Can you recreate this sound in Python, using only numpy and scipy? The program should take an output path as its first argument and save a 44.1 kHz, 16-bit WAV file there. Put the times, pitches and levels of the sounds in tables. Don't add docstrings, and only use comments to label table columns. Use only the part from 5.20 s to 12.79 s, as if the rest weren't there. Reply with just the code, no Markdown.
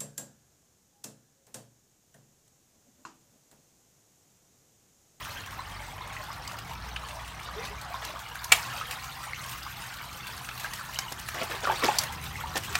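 import sys
import numpy as np
from scipy import signal
from scipy.fft import rfft, irfft, next_fast_len
from scipy.io import wavfile
from scipy.ndimage import map_coordinates

SR = 44100
rng = np.random.default_rng(int(sys.argv[2]) if len(sys.argv) > 2 else 0)


def dump_mix(stems):
    frames = np.atleast_2d(stems).T
    limited = np.clip(frames, -1, 1)
    pcm = np.round(limited * 32767).astype(np.int16)
    wavfile.write(sys.argv[1], SR, pcm)


N = 334719

# [f/Hz, time to fall 60 dB/s]
PIPE_DECAY = [(200, 0.23), (1000, 0.23), (3000, 0.15), (8000, 0.15), (15000, 0.2)]

# [f/Hz, level/dB]
GURGLE_COVERED_SPECTRUM = [(250, -23), (480, -11.5), (640, -5.5), (850, 0), (1100, -1.5), (1500, -8),
                           (2200, -11.5), (4000, -34)]
# [f/Hz, level/dB]
GURGLE_OPEN_SPECTRUM = [(250, -23), (520, -12), (750, -5.5), (1000, -1), (1300, -2), (1600, -4.5),
                        (2200, -8.5), (4000, -42)]
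# [f/Hz, level/dB]
TRICKLE_SPECTRUM = [(350, -48), (700, -2), (1300, 0.5), (1900, -1.5), (2900, -1.5), (4200, -5),
                    (6000, -10.5), (10000, -19)]
# [f/Hz, level/dB]
SPRAY_SPECTRUM = [(600, -50), (2500, 6), (4500, -2), (7000, 0), (8800, 0.5), (10300, -6), (12000, -1.5),
                  (15500, -3)]
# [t/s, openness from 0 covered to 1 open]
MOUTH_CLEAR = [(0, 0.53), (.5, 0.24), (2.6, 0.042), (3.6, 0.59), (4.4, 0.96), (7.59, 0.71)]
# [t/s, level over the calm flow/dB], scaled per layer by the GROWS values
STIRRING = [(0, 4.5), (.35, -1), (3.1, 1), (3.45, 5), (3.9, 2.5), (6.05, 0.5), (6.66, 7.5), (6.97, 1),
            (7.59, 5.5)]
GURGLE_DB, TRICKLE_DB, SPRAY_DB = -44, -47, -53
GURGLE_GROWS, TRICKLE_GROWS, SPRAY_GROWS = .7, 1, 0.82
GURGLE_OPEN_DB, SPRAY_OPEN_DB = -3.5, 4.5
SURGE_DB, EDDY_DB = 1.06, 0.46

# [t/s, firing rate f/Hz, level of the boom on that rate/dB]
ENGINE_RUN = [(0, 45.9, -67), (.6, 48, -50), (1.3, 53.1, -58), (1.7, 59.23, -46), (3, 60.5, -56),
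              (6, 63, -57.5), (6.35, 60.4, -61), (6.7, 72, -56), (7.59, 82.2, -49.5)]
ENGINE_HARMONICS_DB = [-57, -66]
# [f/Hz, level/dB]
RUMBLE_SPECTRUM = [(16, -60), (25, -32), (36, -7.5), (50, -2.5), (85, -2.5), (105, -2.5), (145, -4),
                   (200, -11), (280, -16), (400, -19.5), (700, -36), (1200, -78)]
# [t/s, level/dB]
RUMBLE_LEVEL = [(0, -48.5), (1.3, -49), (4.6, -52), (7.59, -44)]

# [t/s, level before PLOP_TRIM_DB/dB, pitch f/Hz]
PLOP_EVENTS = [(0.392, -20.5, 1000), (0.809, -20.5, 960), (0.965, -20, 1860), (1.103, -21, 1095),
               (1.509, -24.5, 894), (1.761, -14.5, 2800), (1.969, -25, 914), (2.287, -21, 1175),
               (2.741, -17.5, 990), (2.959, -22, 1150), (3.155, -20, 1520), (3.611, -16, 1193),
               (4.133, -13.5, 2030), (4.464, -21, 1160), (5.445, -14.5, 1530), (5.61, -22, 1330),
               (5.759, -15.5, 2850), (6.318, -17, 1650), (6.452, -11, 1330), (6.471, -9, 1140),
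               (6.497, -10, 830), (6.624, -15, 1034), (6.685, -7, 804), (7.156, -19, 1990),
               (7.209, -20, 1330), (7.237, -18.5, 865)]
PLOP_TRIM_DB = -2.0
PLIP_PER_S, PLIP_DB, PLIP_HZ, PLIP_OPEN_OCTAVES, PLIP_SPREAD_OCTAVES = 3.5, -28.5, 859, 0.465, 0.24
DAUGHTER_S, DAUGHTER_DB, DAUGHTER_RATIO = .013, -8.5, 1.26

# [t/s, tick level/dB, woody knock relative level/dB, wet fizz relative level/dB], before trims
TWIG_EVENTS = [(1.2755, -23.5, -24, -28), (1.7624, -32.5, 9, -21), (2.8485, -23, -11, -4),
               (3.1552, -35, -10, 2), (3.243, -21.5, -21, -3), (5.2884, -31.5, 6.5, -16),
               (5.5344, -22, -4.5, -4), (5.7432, -26.5, -9, -25), (5.7874, -15, -7, -10),
               (5.9217, -23, -20, -4), (6.0863, -27, 1.5, 1), (6.6404, -20.5, -12, -3),
               (6.785, -5, -32, -13), (6.8355, -19, -4.5, -4), (7.3718, -25, -6, 0),
               (7.5518, -12.5, -1.5, -30)]
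# [f/Hz, level/dB]
TICK_SPECTRUM = [(1500, -28), (3300, -4), (4500, 3.5), (7000, 1.5), (9000, -6.5), (12000, -12)]
# [f/Hz, level/dB]
KNOCK_SPECTRUM = [(300, -22), (900, -2), (1500, 2.5), (2900, 1), (4200, -6), (8000, -40)]
# [f/Hz, level/dB]
FIZZ_SPECTRUM = [(6000, -30), (9000, 2), (12000, 5), (15500, -5)]
TWIG_TRIM_DB, KNOCK_TRIM_DB, FIZZ_TRIM_DB = -0.5, 4.5, 0.5
PULL_FROM_S, PULL_TO_S = 3.1, 6.4
RUSTLE_PER_S, RUSTLE_DB, RUSTLE_KNOCK_DB, RUSTLE_FIZZ_DB, RUSTLE_SPREAD_DB = 4.1, -30.5, -10, -7.5, 0.5

# [t/s, level/dB, starting pitch f/Hz, share of pitch gained over the bubble's life]
GLUG_EVENTS = [(2.359, -32, 378.6, 1.1), (2.498, -41, 405, .2), (7.502, -38, 394, 0.23)]

# [t/s, level/dB, length/s, low edge f/Hz, high edge f/Hz]
SLOSH_EVENTS = [(2.817, -44, 0.11, 200, 9000), (3.341, -38.5, 0.073, 1800, 14000),
                (3.408, -45, 0.25, 1190, 8850), (5.431, -39.5, 0.05, 700, 5000),
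                (5.916, -35.5, 0.013, 350, 6000), (6.142, -36, 0.087, 380, 4050),
                (6.209, -33.5, 0.029, 130, 3050), (6.294, -37, 0.072, 350, 4970),
                (6.43, -31.5, 0.026, 250, 4500), (6.47, -31, 0.066, 450, 1900),
                (6.621, -31, 0.025, 200, 3000), (6.634, -24.5, 0.028, 199, 7040),
                (6.678, -28, 0.013, 350, 1300), (6.66, -36.5, 0.19, 650, 5500),
                (7.353, -28.5, 0.034, 250, 11000)]
# [f/Hz, level/dB]
SLOSH_SPECTRUM = [(80, 7), (180, -2), (400, 2), (750, 2.5), (1200, 1), (2000, -2.5), (4000, -5.5),
                  (7000, -8), (10000, -13), (15500, -6)]

# [t/s, level/dB]
STICK_FRACTURES = [(3.3189, -16), (3.322, -6)]
# [f/Hz, level before STICK_RING_DB/dB, time to fall 60 dB/s]
STICK_MODES = [(1105, -9, 0.078), (1370, -11, 0.059), (1880, -15, 0.071), (2300, 4.5, 0.046),
               (2840, -13, 0.078), (2840, -3, 0.054), (3400, -11, 0.048), (4100, -21, .07),
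               (6900, -16, 0.04), (7500, -11, .05)]
# [f/Hz, level/dB]
SPLINTER_SPECTRUM = [(200, -31), (450, -19), (700, -0.5), (1300, -1), (2500, 4), (3600, 0.5), (5200, -8),
                     (7200, -3.5), (10000, -10), (15500, -15)]
STICK_RING_DB = -13.0

TOP_HZ = 15850


def amp(db):
    return 10 ** (np.asarray(db) / 20)


def unit(x):
    return x / np.sqrt(np.mean(x ** 2) + 1e-20)


def along(points, hz):
    f, v = np.transpose(points)
    return np.interp(np.log(hz + 1), np.log(f), v)


def curves(rows):
    s, *cols = np.transpose(rows)
    return [np.interp(np.arange(N) / SR, s, c) for c in cols]


def wobble(rate):
    knots = rng.standard_normal(int(N * rate / SR) + 4)
    return map_coordinates(knots, [np.arange(N) * rate / SR])


def filtered(x, response):
    m = next_fast_len(len(x) + SR // 10)
    return irfft(rfft(x, m) * response(np.fft.rfftfreq(m, 1 / SR)), m)[:len(x)]


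def coloured(x, spectrum):
    return unit(filtered(x, lambda hz: amp(along(spectrum, hz))))


def add(track, s, sound):
    part = track[max(round(s * SR), 0):][:len(sound)]
    part += sound[:len(part)]


def scattered(start, end, rate):
    slots = np.arange(start, end, 1 / rate)
    return slots + rng.random(len(slots)) / rate


def echo(x, wet_db):
    size = SR // 8
    pieces = np.pad(x, (0, -len(x) % size)).reshape(-1, size)
    noise = rng.standard_normal((len(pieces), SR // 4))
    hz, t, z = signal.stft(noise, SR, nperseg=256)
    decay = amp(-60 * t / along(PIPE_DECAY, hz)[:, None])
    onset = 1 - np.exp(-t / 0.0011)
    tails = signal.istft(z * decay * onset, SR, nperseg=256)[1]
    answers = signal.fftconvolve(pieces, tails / np.linalg.norm(tails[0]), axes=1)
    out = np.pad(x, (0, SR // 4))
    for k, answer in enumerate(answers):
        add(out, k * size / SR, amp(wet_db) * answer)
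    return out


def bubble(t, hz, cycles, rise):
    age = t * hz / cycles
    tone = np.sin(2 * np.pi * hz * t * (1 + rise * age / 2))
    swell = 1 - np.exp(-(t * hz / 1.55) ** 2)
    return tone * amp(-45 * age) * swell


def bubbling(rate, low_hz, high_hz, cycles, spread_db, wet_db, wash):
    when, size, strength, life, climb = rng.random((int(rate * N / SR), 5)).T
    hz = low_hz * (high_hz / low_hz) ** size
    life = cycles * (.5 + life)
    gain = hz * amp(spread_db * np.minimum(-np.log(1 - strength), 3))
    length = (life / hz * SR).astype(int) + 1
    which = np.repeat(np.arange(len(hz)), length)
    step = np.arange(len(which)) - (np.cumsum(length) - length)[which]
    rings = gain[which] * bubble(step / SR, hz[which], life[which], 0.27 * climb[which])
    cloud = np.bincount((when * N).astype(int)[which] + step, rings, N)[:N]
    return unit(echo(cloud, wet_db)[:N]) + wash * rng.standard_normal(N)


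def spatter(rate, spread_db):
    when, strength = rng.random((int(rate * N / SR), 2)).T
    force = amp(spread_db * np.minimum(-np.log(1 - strength), 3))
    hits = np.bincount((when * N).astype(int), force, N)
    decay = amp(-60 * np.arange(SR // 20) / SR / 0.037)
    envelope = signal.fftconvolve(hits, decay)[:N]
    return unit(echo(envelope * rng.standard_normal(N), wet_db=-2.5)[:N])


def stream():
    stir_db, = curves(STIRRING)
    clear = np.clip(curves(MOUTH_CLEAR)[0], 0, 1)
    gurgle_db = GURGLE_DB + GURGLE_GROWS * stir_db + GURGLE_OPEN_DB * clear + EDDY_DB * wobble(4.88)
    trickle_db = TRICKLE_DB + TRICKLE_GROWS * stir_db + EDDY_DB * wobble(5)
    spray_db = SPRAY_DB + SPRAY_GROWS * stir_db + SPRAY_OPEN_DB * clear
    drops = spatter(rate=48, spread_db=5.5)
    gurgle = bubbling(rate=420, low_hz=416.0, high_hz=2407, cycles=16.2,
                      spread_db=3.0, wet_db=-0.5, wash=1.0)
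    trickle = bubbling(rate=750, low_hz=1111, high_hz=6596, cycles=42,
                       spread_db=5.5, wet_db=-1.5, wash=1.0) + 0.39 * drops
    spray = bubbling(rate=1200, low_hz=3480, high_hz=15820, cycles=42,
                     spread_db=7.0, wet_db=-1.0, wash=0.69) + 1.04 * drops
    gurgle_covered = coloured(gurgle, GURGLE_COVERED_SPECTRUM)
    gurgle_open = coloured(gurgle, GURGLE_OPEN_SPECTRUM)
    gurgle = (1 - clear) * gurgle_covered + clear * gurgle_open
    spray_open = coloured(spray, SPRAY_SPECTRUM)
    spray_covered = filtered(spray_open, lambda hz: 1 / np.sqrt(1 + (hz / 12000) ** 4))
    spray = clear * spray_open + (1 - clear) * spray_covered
    surge = amp(SURGE_DB * wobble(15))
    return surge * (amp(gurgle_db) * gurgle
                    + amp(trickle_db) * coloured(trickle, TRICKLE_SPECTRUM)
                    + amp(spray_db + 1.2 * wobble(35)) * spray)


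def distance():
    hz, boom_db = curves(ENGINE_RUN)
    phase = 2 * np.pi * np.cumsum(hz * (1 + 0.0095 * wobble(6))) / SR
    drone = np.zeros(N)
    for k, db in enumerate([boom_db, *ENGINE_HARMONICS_DB], 1):
        drone += amp(db + 2.0 * wobble(6.8)) * unit(np.sin(k * phase))
    rumble_db = curves(RUMBLE_LEVEL)[0] + 1.2 * wobble(4)
    return drone + amp(rumble_db) * coloured(rng.standard_normal(N), RUMBLE_SPECTRUM)


def plops():
    out, t = np.zeros(N), np.arange(SR // 10) / SR

    def ring(hz):
        return bubble(t, hz, cycles=20.2, rise=0.2) * (1 - np.exp(-t / 0.00071))

    plips = []
    for s in scattered(0, N / SR, PLIP_PER_S):
        clear = np.interp(s, *np.transpose(MOUTH_CLEAR))
        octaves = PLIP_OPEN_OCTAVES * clear + PLIP_SPREAD_OCTAVES * rng.standard_normal()
        plips.append((s, PLIP_DB, PLIP_HZ * 2 ** octaves))
    for s, db, hz in list(PLOP_EVENTS) + plips:
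        pair = ring(hz)
        delay = DAUGHTER_S * (.5 + rng.random())
        add(pair, delay, amp(DAUGHTER_DB) * ring(DAUGHTER_RATIO * hz))
        add(out, s, amp(db + PLOP_TRIM_DB) * echo(pair, wet_db=-5.0))
    return out


def twigs():
    out, t = np.zeros(N), np.arange(SR // 20) / SR
    rustle = []
    for s in scattered(PULL_FROM_S, PULL_TO_S, RUSTLE_PER_S):
        spread = RUSTLE_SPREAD_DB * rng.standard_normal(3)
        rustle.append((s, *([RUSTLE_DB, RUSTLE_KNOCK_DB, RUSTLE_FIZZ_DB] + spread)))
    envelope = amp(-60 * t / 0.021) * (1 - np.exp(-t / 0.0026))
    for s, db, knock_db, fizz_db in list(TWIG_EVENTS) + rustle:
        fibres = rng.standard_normal((3, len(t))) * amp(3.1 * rng.standard_normal(len(t)))
        tick = coloured(fibres[0], TICK_SPECTRUM)
        knock = amp(knock_db + KNOCK_TRIM_DB) * coloured(fibres[1], KNOCK_SPECTRUM)
        fizz = amp(fizz_db + FIZZ_TRIM_DB) * coloured(fibres[2], FIZZ_SPECTRUM)
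        burst = (tick + knock + fizz) * envelope
        add(out, s, amp(db + TWIG_TRIM_DB) * echo(burst, wet_db=-8.5))
    return out


def glugs():
    out, t = np.zeros(N), np.arange(SR // 4) / SR
    onset = 1 - np.exp(-t / 0.0097)
    for s, db, hz, rise in GLUG_EVENTS:
        glug = bubble(t, hz, cycles=64, rise=rise) * onset
        add(out, s, amp(db) * echo(glug, wet_db=-5))
    return out


def sloshes():
    out, t = np.zeros(N), np.arange(SR) / SR
    churn = bubbling(rate=2300, low_hz=163.8, high_hz=14500, cycles=11.5,
                     spread_db=3.0, wet_db=-6.0, wash=0.37)
    churn = coloured(churn, SLOSH_SPECTRUM)
    for s, db, length, low_hz, high_hz in SLOSH_EVENTS:
        band = lambda hz: 1 / np.sqrt((1 + (low_hz / (hz + 1)) ** 4) * (1 + (hz / high_hz) ** 4))
        water = filtered(np.roll(churn, -round(s * SR))[:SR], band)
        swell = (1 - np.exp(-t / 0.0023)) / (1 + (t / length) ** 6)
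        burst = water * swell
        burst /= np.sqrt(np.sum(burst ** 2) / np.sum(swell ** 2))
        add(out, s, amp(db) * echo(burst, wet_db=-12.5))
    return out


def stick():
    out, t = np.zeros(N), np.arange(SR // 4) / SR
    for s, db in STICK_FRACTURES:
        fibres = rng.standard_normal(len(t)) * amp(4.8 * rng.standard_normal(len(t)))
        add(out, s, amp(db) * coloured(fibres, SPLINTER_SPECTRUM) * amp(-60 * t / 0.038))
    ring = np.zeros(len(t))
    for hz, db, t60 in STICK_MODES:
        ring += amp(db - 60 * t / t60) * np.sin(2 * np.pi * (hz * t + rng.random()))
    add(out, STICK_FRACTURES[0][0], amp(STICK_RING_DB) * ring * (1 - np.exp(-t / 0.0013)))
    return echo(out, wet_db=-9.5)[:N]


def scene():
    return (stream() + distance() + plops() + twigs() + glugs() + sloshes() + stick())[None]


def record(dry):
    held = dry[0] / (1 + dry[0] ** 8) ** (1 / 8)
    return filtered(held, lambda hz: (hz < TOP_HZ) / np.sqrt(1 + (27 / (hz + 1)) ** 8))[None]


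dry = scene()
out = record(dry)
dump_mix(out)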